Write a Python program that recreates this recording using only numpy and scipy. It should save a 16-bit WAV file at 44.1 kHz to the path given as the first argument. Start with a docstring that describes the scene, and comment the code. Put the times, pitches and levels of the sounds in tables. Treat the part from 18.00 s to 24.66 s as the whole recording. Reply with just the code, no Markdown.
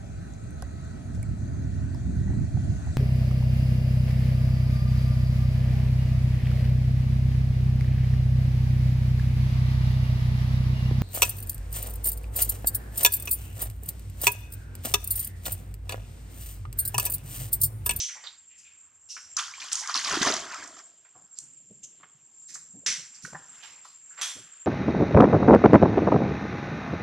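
"""A monkey's sneeze, a jet of wet air through mouth and nose, over cicadas and faint ripples.
The monkey bounds through the shallows, leaps into a stone-lined pool and paddles about.
Its splashes are clouds of drops and ringing bubbles over the low gulp of the cavity it opens.
Three more sneezes come along the way. Stone banks and trees echo splashes and sneezes."""
import sys
import numpy as np
from scipy import signal
from scipy.fft import rfft, irfft
from scipy.io import wavfile
from scipy.ndimage import uniform_filter1d

SR = 44100
rng = np.random.default_rng(int(sys.argv[2]) if len(sys.argv) > 2 else 0)


def wrap_up_sound(samples):
    """Save the sound to the file named by the first command line argument, as 16-bit audio."""
    columns = np.atleast_2d(samples).T
    # keep every value between -1 and 1, then stretch to whole-number steps
    tamed = np.clip(columns, -1, 1)
    steps = np.round(tamed * 32767).astype(np.int16)
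    wavfile.write(sys.argv[1], SR, steps)


N = 293706
TIME_S, FREQS_HZ = np.arange(N) / SR, np.fft.rfftfreq(N, 1 / SR)

# Table levels are relative; each source applies its own gain.
# left-right likeness: f/Hz, correlation
STEREO_CORRELATION = [(40, .2), (150, .9), (400, .994), (1400, .99), (2800, .95), (5500, .8), (9000, .74)]
# echo decay: f/Hz, T60/s
ECHO_T60 = [(150, 0.33), (1300, 0.42), (3500, 0.24), (9000, 0.41), (15000, 0.36)]
# distant air and foliage: f/Hz, level/dB
AIR_SPECTRUM = [(20, -21.5), (60, -5.5), (130, 3.5), (280, 1.5), (600, -8), (1300, -12.5), (2800, -11.5),
                (4000, -16.5), (5900, -14.5), (6600, 5.5), (8500, -27), (11500, -15.5), (15500, -28)]
# outdoor rumble: t/s, level/dB
RUMBLE_LEVEL = [(0, -85.5), (1.2, -75.5), (2.4, -76), (3, -107), (6.66, -106)]
# cicada song: f/Hz, half width/Hz, level/dB
CICADA_BANDS = [(7055, 35, -6), (7130, 40, -4), (7392, 30, 0), (7480, 75, -4), (7558, 30, 0),
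                (7400, 380, -22)]
# chorus, one list before the leap and one after: t/s, level/dB
CICADA_LEVELS = [
    [(0.35, -57), (0.938, -59.5), (1.05, -57)],
    [(2.8, -54), (3.01, -62.5), (3.22, -57), (3.42, -55), (4.24, -60.5), (4.36, -55), (4.55, -53),
     (5.12, -52.5), (5.31, -55), (6.06, -52.5), (6.18, -50), (6.66, -54)],
]
# wavelets on the stones: f/Hz, level/dB
RIPPLE_SPECTRUM = [(300, -4.5), (800, -4), (1400, 0.5), (2100, -3), (2900, -1), (4000, -9), (6000, -3),
                   (8000, -8), (15000, -32.5)]
# wavelets, livelier as the monkey swims near: t/s, level/dB
RIPPLE_LEVEL = [(0, -66.5), (.45, -70), (1.0, -70.5), (1.3, -64.5), (2.9, -74.5), (3.45, -67.5),
                (3.7, -75.5), (4.0, -69), (4.75, -72), (5.15, -63), (5.45, -59), (5.7, -54), (6.0, -68.5),
                (6.15, -59), (6.66, -61.5)]
# rocking water: f/Hz, level/dB
SWELL_SPECTRUM = [(20, -42), (70, -2), (140, 3.5), (220, -1.5), (400, -8), (750, -13), (2000, -44.5)]
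# underwater paddle strokes: t/s, level/dB, fall/s
STROKES = [(3.139, -58, 0.055), (3.38, -66, 0.67), (3.691, -57.5, 0.066), (3.82, -66, 0.28),
           (4.48, -67, 0.6), (4.735, -46, 0.041), (4.87, -45, 0.051), (4.97, -52.5, 0.016),
           (5.228, -49, 0.035), (5.319, -48.5, 0.052), (5.5, -69, 0.22), (6.2, -64, .04),
           (6.348, -45.5, 0.033)]
# large ringing air pockets: t/s, level/dB, f/Hz
AIR_POCKETS = [(1.482, -35, 1310), (1.538, -32, 2260), (1.581, -38.5, 1040), (1.818, -38, 813),
               (1.844, -44, 1550), (1.895, -26.5, 1370), (1.96, -35, 270), (2.134, -25, 385),
               (2.171, -17, 309), (2.212, -16.5, 225), (2.25, -17, 1100), (2.27, -17, 270),
               (2.301, -18.5, 401), (3.716, -37.5, 190), (4.752, -40, 156), (4.757, -60, 500),
               (4.862, -42, 384), (4.901, -40.5, 149), (5.241, -33.5, 131), (5.327, -38.5, 197),
               (6.369, -52, 129)]
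# air jets: t/s, level/dB, rise/s, fall/s, low edge/Hz, high edge/Hz,
# mouth resonance/Hz, mouth gain/dB, nose resonance/Hz, nose gain/dB
SNEEZES = [(0.0, -25, 0.0013, 0.059, 2920, 7940, 3150, 8, 5980, 18),
           (1.086, -38, 0.02, 0.081, 5000, 7940, 2740, 13.5, 5640, 14.5),
           (4.862, -21.5, 0.00056, 0.057, 1725, 7930, 2060, 4.5, 5820, 10),
           (6.212, -26, 0.003, 0.06, 1000, 9440, 3380, 12, 6040, 8)]
# flat hits and heavy drops: t/s, level/dB, f/Hz, fall/s, left minus right/dB
SMACKS = [(1.366, -17.5, 6070, 0.0045, 0), (1.6, -36.5, 5030, 0.0049, 0), (1.7303, -14.5, 7200, 0.0017, 0),
          (1.753, -22, 6330, 0.0038, 0), (1.875, -18.5, 6600, 0.00055, 0), (1.9426, -21, 4440, .0015, -3),
          (1.956, -15, 4680, 0.0015, -5), (1.976, -19, 4640, .0018, 0), (2.046, -22.5, 4960, 0.003, -2),
          (2.216, -17.5, 3900, 0.0026, -2), (2.281, -19, 4470, 0.0029, 0), (2.323, -15, 4600, 0.00078, 0),
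          (2.339, -17, 6160, 0.0015, -1), (2.545, -27.5, 6330, 0.00091, -2), (2.638, -36, 6400, 0.0042, -2),
          (2.672, -42, 7050, 0.0059, -11), (2.789, -47, 5700, 0.003, -9), (3.387, -25.5, 6700, 0.0018, -5),
          (4.54, -34, 6960, 0.012, -2), (5.251, -56, 6030, 0.0024, -27)]
# hands and feet trapping air: t/s, level/dB, f/Hz, spread/oct, fall/s
PLOPS = [(.15, -50.5, 925, .4, 0.033), (.234, -46, 1400, .6, 0.036), (1.164, -39, 1750, 0.61, .013),
         (1.366, -34.5, 1300, 0.2, 0.024), (1.389, -28, 1360, 0.23, 0.0053),
         (1.616, -35, 2480, 0.3, 0.0084), (1.884, -36, 1190, .25, .008), (1.893, -26, 1220, 0.25, .005),
         (1.948, -27.5, 1143, 0.18, 0.011), (2.124, -38, 1600, 0.7, .014), (2.266, -23.5, 750, 0.68, 0.01),
         (2.436, -38, 1340, 0.45, 0.0077), (2.766, -42.5, 1070, 0.36, 0.0027),
         (3.048, -59, 1530, 0.99, 0.022), (3.148, -58, 875, 0.66, 0.043), (4.03, -43.5, 1330, 0.79, 0.007),
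         (4.551, -48, 1290, 0.57, 0.015), (5.247, -37, 1530, 0.31, 0.0068), (5.328, -45, 910, 0.57, 0.0077),
         (5.345, -38.5, 870, 0.46, 0.011), (5.346, -36.5, 1630, 0.16, 0.0072),
         (5.849, -47, 1160, 0.54, 0.012)]
# wet fur on stone and water, and a slower-ringing drop at 3.83 s: t/s, level/dB, f/Hz, spread/oct, rise/s,
# fall/s, left minus right/dB
SWISHES = [(0.084, -47.5, 2000, 0.47, 0.0041, 0.11, -4), (.237, -45, 4070, 0.5, 0.0038, 0.049, -6),
           (.26, -40, 3730, 0.16, 0.014, 0.015, -6), (0.488, -63, 2470, .3, .03, 0.15, 6),
           (0.562, -52.5, 7070, .33, 0.037, 0.038, 3), (0.648, -58, 2610, 0.42, 0.004, 0.07, 7),
           (1.718, -27.5, 6550, .55, .009, 0.0063, -2), (1.76, -34, 6300, .43, .03, 0.049, -3.5),
           (3.351, -52.5, 5760, .45, .036, 0.015, -4), (3.83, -34.5, 6880, 0.2, 0.013, 0.0086, 0),
           (3.826, -60.5, 3070, .35, 0.0088, 0.024, -9), (3.995, -60.5, 1100, 0.73, 0.015, 0.017, 7),
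           (4.486, -60.5, 1860, 0.39, 0.0058, 0.076, -9), (4.477, -46.5, 6300, 0.51, 0.019, 0.072, -5),
           (5.14, -49, 6030, 0.45, 0.0078, 0.03, -9), (5.214, -44.5, 6550, 0.54, 0.035, 0.038, -6),
           (5.623, -49, 2310, 1.34, 0.015, 0.048, -13.5), (5.835, -55.5, 5720, 1, 0.021, 0.072, 4),
           (6.098, -58, 1500, 0.24, 0.015, 0.1, -6), (6.168, -42, 1620, 0.88, 0.028, .037, -3.5)]
# plunging body, churned bubbles, spray: f/Hz, level/dB
PLUNGE_SPECTRUM = [(20, -25), (55, 0), (140, -13), (220, -10.5), (380, -2.5), (500, -14), (680, 0.5),
                   (1000, -22.5), (2000, -64)]
CHURN_SPECTRUM = [(300, -43.5), (650, -20.5), (950, -1.5), (1250, 1), (1900, -0.5), (2500, -8), (4000, -43),
                  (8000, -68)]
SPRAY_SPECTRUM = [(1000, -25), (2200, -12.5), (3100, 1.5), (4000, -3), (4700, 0), (6500, 2), (7600, -6.5),
                  (9000, -10), (11000, -16), (15500, -46)]
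# bounds, dive and kicks: t/s, rise/s, fall/s, spray/dB, churn/dB, plunge/dB
SPLASHES = [(1.372, .024, 0.018, -27.5, -34, -77), (1.39, 0.029, 0.15, -39.5, -47, -77.5),
            (1.596, .008, 0.21, -39.5, -48, -64.5), (1.715, 0.004, 0.095, -34.5, -44.5, -68.5),
            (1.814, .014, 0.21, -52, -41.5, -88.5), (1.87, .025, .07, -36, -43, -88),
            (1.943, 0.011, 0.072, -26.5, -34, -50), (2.02, .06, 0.13, -28, -31, -47.5),
            (2.094, 0.033, 0.094, -31.5, -32, -32.5), (2.208, 0.016, 0.059, -24.5, -28.5, -36),
            (2.253, 0.014, 0.091, -27, -28, -31), (2.489, 0.037, 0.086, -43, -37.5, -53.5),
            (2.58, 0.0091, 0.15, -50, -66.5, -51.5), (2.755, 0.038, 0.013, -51.5, -51.5, -62)]


def amp(db):
    """dB to gain."""
    return 10 ** (np.asarray(db) / 20)


def unit(x):
    """Scale to rms 1."""
    return x / np.sqrt(np.mean(x ** 2) + 1e-20)


def at_hz(table, hz):
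    """Interpolate over log frequency."""
    knots_hz, values = np.transpose(table)
    return np.interp(np.log(hz + 1), np.log(knots_hz + 1), values)


def spectrum(table):
    """Gain per frequency bin."""
    return amp(at_hz(table, FREQS_HZ))


def level(curve):
    """Gain per sample."""
    return amp(np.interp(TIME_S, *np.transpose(curve)))


def add(mix, start_s, sound):
    """Mix a sound in at start_s."""
    part = mix[..., max(round(start_s * SR), 0):][..., :sound.shape[-1]]
    part += sound[..., :part.shape[-1]]


def stereo(pair, gain):
    """Filter two unrelated signals and blend them to left and right, rms 1."""
    size = pair.shape[-1]
    correlation = np.clip(at_hz(STEREO_CORRELATION, np.fft.rfftfreq(size, 1 / SR)), -1, 1)
    mid, side = rfft(pair) * gain * np.sqrt([1 + correlation, 1 - correlation])
    return unit(irfft([mid + side, mid - side], size))


def wander(rate_hz):
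    """Smooth random drift, rms 1."""
    return unit(irfft(rfft(rng.standard_normal(N)) * np.exp(-(FREQS_HZ / rate_hz) ** 2), N))


def surge(start_s, rise_s, fall_s):
    """Envelope: linear rise, exponential fall."""
    age_s = np.maximum(TIME_S - start_s, 0)
    return np.minimum(age_s / rise_s, 1) * np.exp(-np.maximum(age_s - rise_s, 0) / fall_s)


def burst(rise_s, fall_s, grain_db, size=16384):
    """Parts of a short burst: grainy noise pair, envelope, bin frequencies."""
    grains = amp(grain_db * unit(uniform_filter1d(rng.standard_normal(size), 30)))
    noise = rng.standard_normal((2, size)) * grains
    return noise, surge(0, rise_s, fall_s)[:size], np.fft.rfftfreq(size, 1 / SR)


def impacts(per_s, spread_db):
    """Random impulses of unequal size, as mid and side."""
    sizes = amp(spread_db * np.minimum(rng.exponential(1, N), 4))
    mid = sizes * (rng.random(N) < per_s / SR) * rng.choice([-1, 1], N)
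    return np.array([mid, mid * rng.choice([-1, 1], N)])


def bubble(hz, decay_s, glide=0.044):
    """Trapped air rings, rising in pitch as it nears the surface."""
    t = np.arange(int(7 * decay_s * SR) + 8) / SR
    phase = 2 * np.pi * hz * t * (1 + glide * t / (2 * decay_s))
    return np.sin(phase) * np.exp(-t / decay_s) * (1 - np.exp(-2 * hz * t))


def bubble_cloud(low_hz, high_hz, per_s, decay_cycles, spread_db, sizes=24):
    """Bubbles of assorted sizes born at random, as mid and side."""
    out = np.zeros((2, N))
    for hz in np.geomspace(low_hz, high_hz, sizes):
        births = impacts(per_s / sizes, spread_db)
        out += signal.oaconvolve(births, bubble(hz, decay_cycles / hz)[None] * hz, axes=1)[:, :N]
    return unit(out)


def air(hush_db=-75, drift_db=-1.1, rumble_hz=85):
    """Faint drifting outdoor hush over a low rumble."""
    hush = amp(hush_db + drift_db * wander(12))
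    hush = hush * stereo(rng.standard_normal((2, N)), spectrum(AIR_SPECTRUM))
    rumble_band = 1 / (1 + (2 * np.log2((FREQS_HZ + 1) / rumble_hz)) ** 2) ** 2
    return hush + stereo(rng.standard_normal((2, N)), rumble_band) * level(RUMBLE_LEVEL)


def cicadas(gain_db=3, flutter_db=2, left_db=-0.1):
    """A chorus of tymbals rings in narrow bands."""
    bands = sum(amp(db) / (1 + ((FREQS_HZ - hz) / width_hz) ** 2) ** 2
                for hz, width_hz, db in CICADA_BANDS)
    chorus = stereo(rng.standard_normal((2, N)), bands) * amp(flutter_db * wander(25))
    return chorus * level(np.vstack(CICADA_LEVELS)) * amp(gain_db) * amp([[left_db], [0]])


def ripples(patch_db=3, bands=7):
    """Wavelets break; each band of bubble sizes swells on its own."""
    bubbles = bubble_cloud(700, 6835, per_s=2500, decay_cycles=3.8, spread_db=0.8)
    wash = rfft(stereo(1.1 * bubbles + rng.standard_normal((2, N)), spectrum(RIPPLE_SPECTRUM)))
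    band_index = np.interp(np.log(FREQS_HZ + 1), np.log([600, 8000]), [0, bands - 1])
    out = np.zeros((2, N))
    for k in range(bands):
        band = irfft(wash * np.maximum(1 - abs(band_index - k), 0), N)
        out += band * amp(patch_db * wander(2.1))
    return unit(out) * level(RIPPLE_LEVEL)


def bank_echoes(sound, taps_per_s=3000, build_s=0.0025):
    """Stone and trees scatter sound; each band decays at its own rate."""
    taps = rng.standard_normal((2, SR)) * (rng.random((2, SR)) < taps_per_s / SR)
    hz, t, frames = signal.stft(taps, SR, nperseg=256)
    envelope = amp(-60 * t / at_hz(ECHO_T60, hz)[:, None]) * (1 - np.exp(-t / build_s))
    tail = signal.istft(frames * envelope, SR, nperseg=256)[1][:, :SR]
    tilt_db = at_hz([(300, -7), (1500, -1.6), (5000, 0.98)], np.fft.rfftfreq(SR, 1 / SR))
    tail = stereo(tail, amp(tilt_db)) / np.sqrt(SR)
    return signal.fftconvolve(sound.mean(0)[None], tail, axes=1)[:, :N]


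def paddling(gain_db=-2, rise_s=0.019):
    """Strokes rock the water against the bank."""
    bubbles = bubble_cloud(112.8, 620, per_s=160, decay_cycles=2.9, spread_db=3.8)
    swell = stereo(bubbles + 2.1 * rng.standard_normal((2, N)), spectrum(SWELL_SPECTRUM))
    power = sum((amp(db) * surge(start_s, rise_s, fall_s)) ** 2 for start_s, db, fall_s in STROKES)
    return amp(gain_db) * swell * np.sqrt(power)


def gulps(base_decay_s=0.005, extra_cycles=0.2):
    """Air pockets close under the body; big ones ring longer."""
    out = np.zeros((2, N))
    for start_s, db, hz in AIR_POCKETS:
        add(out, start_s, amp(db) * bubble(hz, base_decay_s + extra_cycles / hz))
    return out


def sneezes(mouth_width_hz=260, nose_width_hz=520, left_db=-1):
    """A jet of wet air hisses through the resonances of a small mouth and nose."""
    out = np.zeros((2, N))
    for start_s, db, rise_s, fall_s, low_hz, high_hz, mouth_hz, mouth_db, nose_hz, nose_db in SNEEZES:
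        noise, envelope, hz = burst(rise_s, fall_s, grain_db=2)
        band = 1 / np.sqrt((1 + (low_hz / (hz + 1)) ** 6) * (1 + (hz / high_hz) ** 15))
        peaks_db = mouth_db / (1 + ((hz - mouth_hz) / mouth_width_hz) ** 2)
        peaks_db += nose_db / (1 + ((hz - nose_hz) / nose_width_hz) ** 2)
        add(out, start_s, amp(db) * envelope * stereo(noise, band * amp(peaks_db)))
    return out * amp([[left_db], [0]])


def slap(db, centre_hz, spread_oct, rise_s, fall_s, pan_db, top_hz=8100, skirt=1.2, uneven_db=1.5):
    """A burst of droplets and bubbles; their sizes set its pitch and uneven ring."""
    noise, envelope, hz = burst(rise_s, fall_s, grain_db=3)
    band = (1 + (np.log2((hz + 1) / centre_hz) / spread_oct) ** 2 / skirt) ** -skirt
    band /= np.sqrt(1 + (hz / top_hz) ** 8)
    ring_db = uneven_db * np.interp(hz, np.geomspace(400, 12000, 40), rng.standard_normal(40))
    return amp(db + pan_db * np.array([[.5], [-.5]])) * envelope * stereo(noise, band * amp(ring_db))


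def limb_slaps(smack_spread_oct=0.29, smack_rise_ratio=0.55, plop_rise_s=0.0053):
    """Limbs meet the water: bright smacks, round plops with little spray, slow swishes."""
    out = np.zeros((2, N))
    for start_s, db, hz, fall_s, pan_db in SMACKS:
        add(out, start_s, slap(db, hz, smack_spread_oct, smack_rise_ratio * fall_s, fall_s, pan_db))
    for start_s, db, hz, spread_oct, fall_s in PLOPS:
        add(out, start_s, slap(db, hz, spread_oct, plop_rise_s, fall_s, pan_db=0, top_hz=3280))
    for start_s, *swish in SWISHES:
        add(out, start_s, slap(*swish))
    return out


def splashes(foam=0.98, fizz=0.35, clump_db=0.47, plunge_db=-2, churn_db=0.5, spray_db=-0.5):
    """The cavity gurgles, bubbles churn and thrown drops patter back in clumps."""
    power = sum((amp(levels_db)[:, None] * surge(start_s, rise_s, fall_s)) ** 2
                for start_s, rise_s, fall_s, *levels_db in SPLASHES)
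    spray_env, churn_env, plunge_env = np.sqrt(power)
    clumps = unit(amp(clump_db * wander(60)))
    hiss = rng.standard_normal((2, N))
    drops = unit(impacts(per_s=3500, spread_db=4.5))
    big = bubble_cloud(120, 750, per_s=500, decay_cycles=1.7, spread_db=2.0)
    medium = bubble_cloud(700, 2800, per_s=1000, decay_cycles=5.5, spread_db=2.9)
    tiny = bubble_cloud(2400, 8000, per_s=2000, decay_cycles=8.3, spread_db=3.5)
    plunge = amp(plunge_db) * plunge_env * stereo(big + foam * hiss, spectrum(PLUNGE_SPECTRUM))
    churn = amp(churn_db) * churn_env * stereo(medium + foam * hiss, spectrum(CHURN_SPECTRUM))
    spray = amp(spray_db) * spray_env * stereo(drops + tiny + fizz * hiss, spectrum(SPRAY_SPECTRUM))
    return clumps * (plunge + churn + spray)


def scene(water_send_db=-10, sharp_send_db=-6):
    """Water, slaps and sneezes with their echoes, over ripples, cicadas and air."""
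    water = splashes() + paddling() + gulps()
    sharp = limb_slaps() + sneezes()
    echoes = bank_echoes(amp(water_send_db) * water + amp(sharp_send_db) * sharp)
    return water + sharp + echoes + ripples() + cicadas() + air()


def record(dry, left_db=-0.73, left_lag_s=1.7e-5, cutoff_hz=15700):
    """Left channel slightly late and weak; low-pass on both."""
    left = amp(left_db) * irfft(rfft(dry[0]) * np.exp(-2j * np.pi * FREQS_HZ * left_lag_s), N)
    lowpass = signal.firwin(511, cutoff_hz, window=("kaiser", 9), fs=SR)
    return signal.oaconvolve(np.array([left, dry[1]]), lowpass[None], "same")


dry = scene()
out = record(dry)
wrap_up_sound(out)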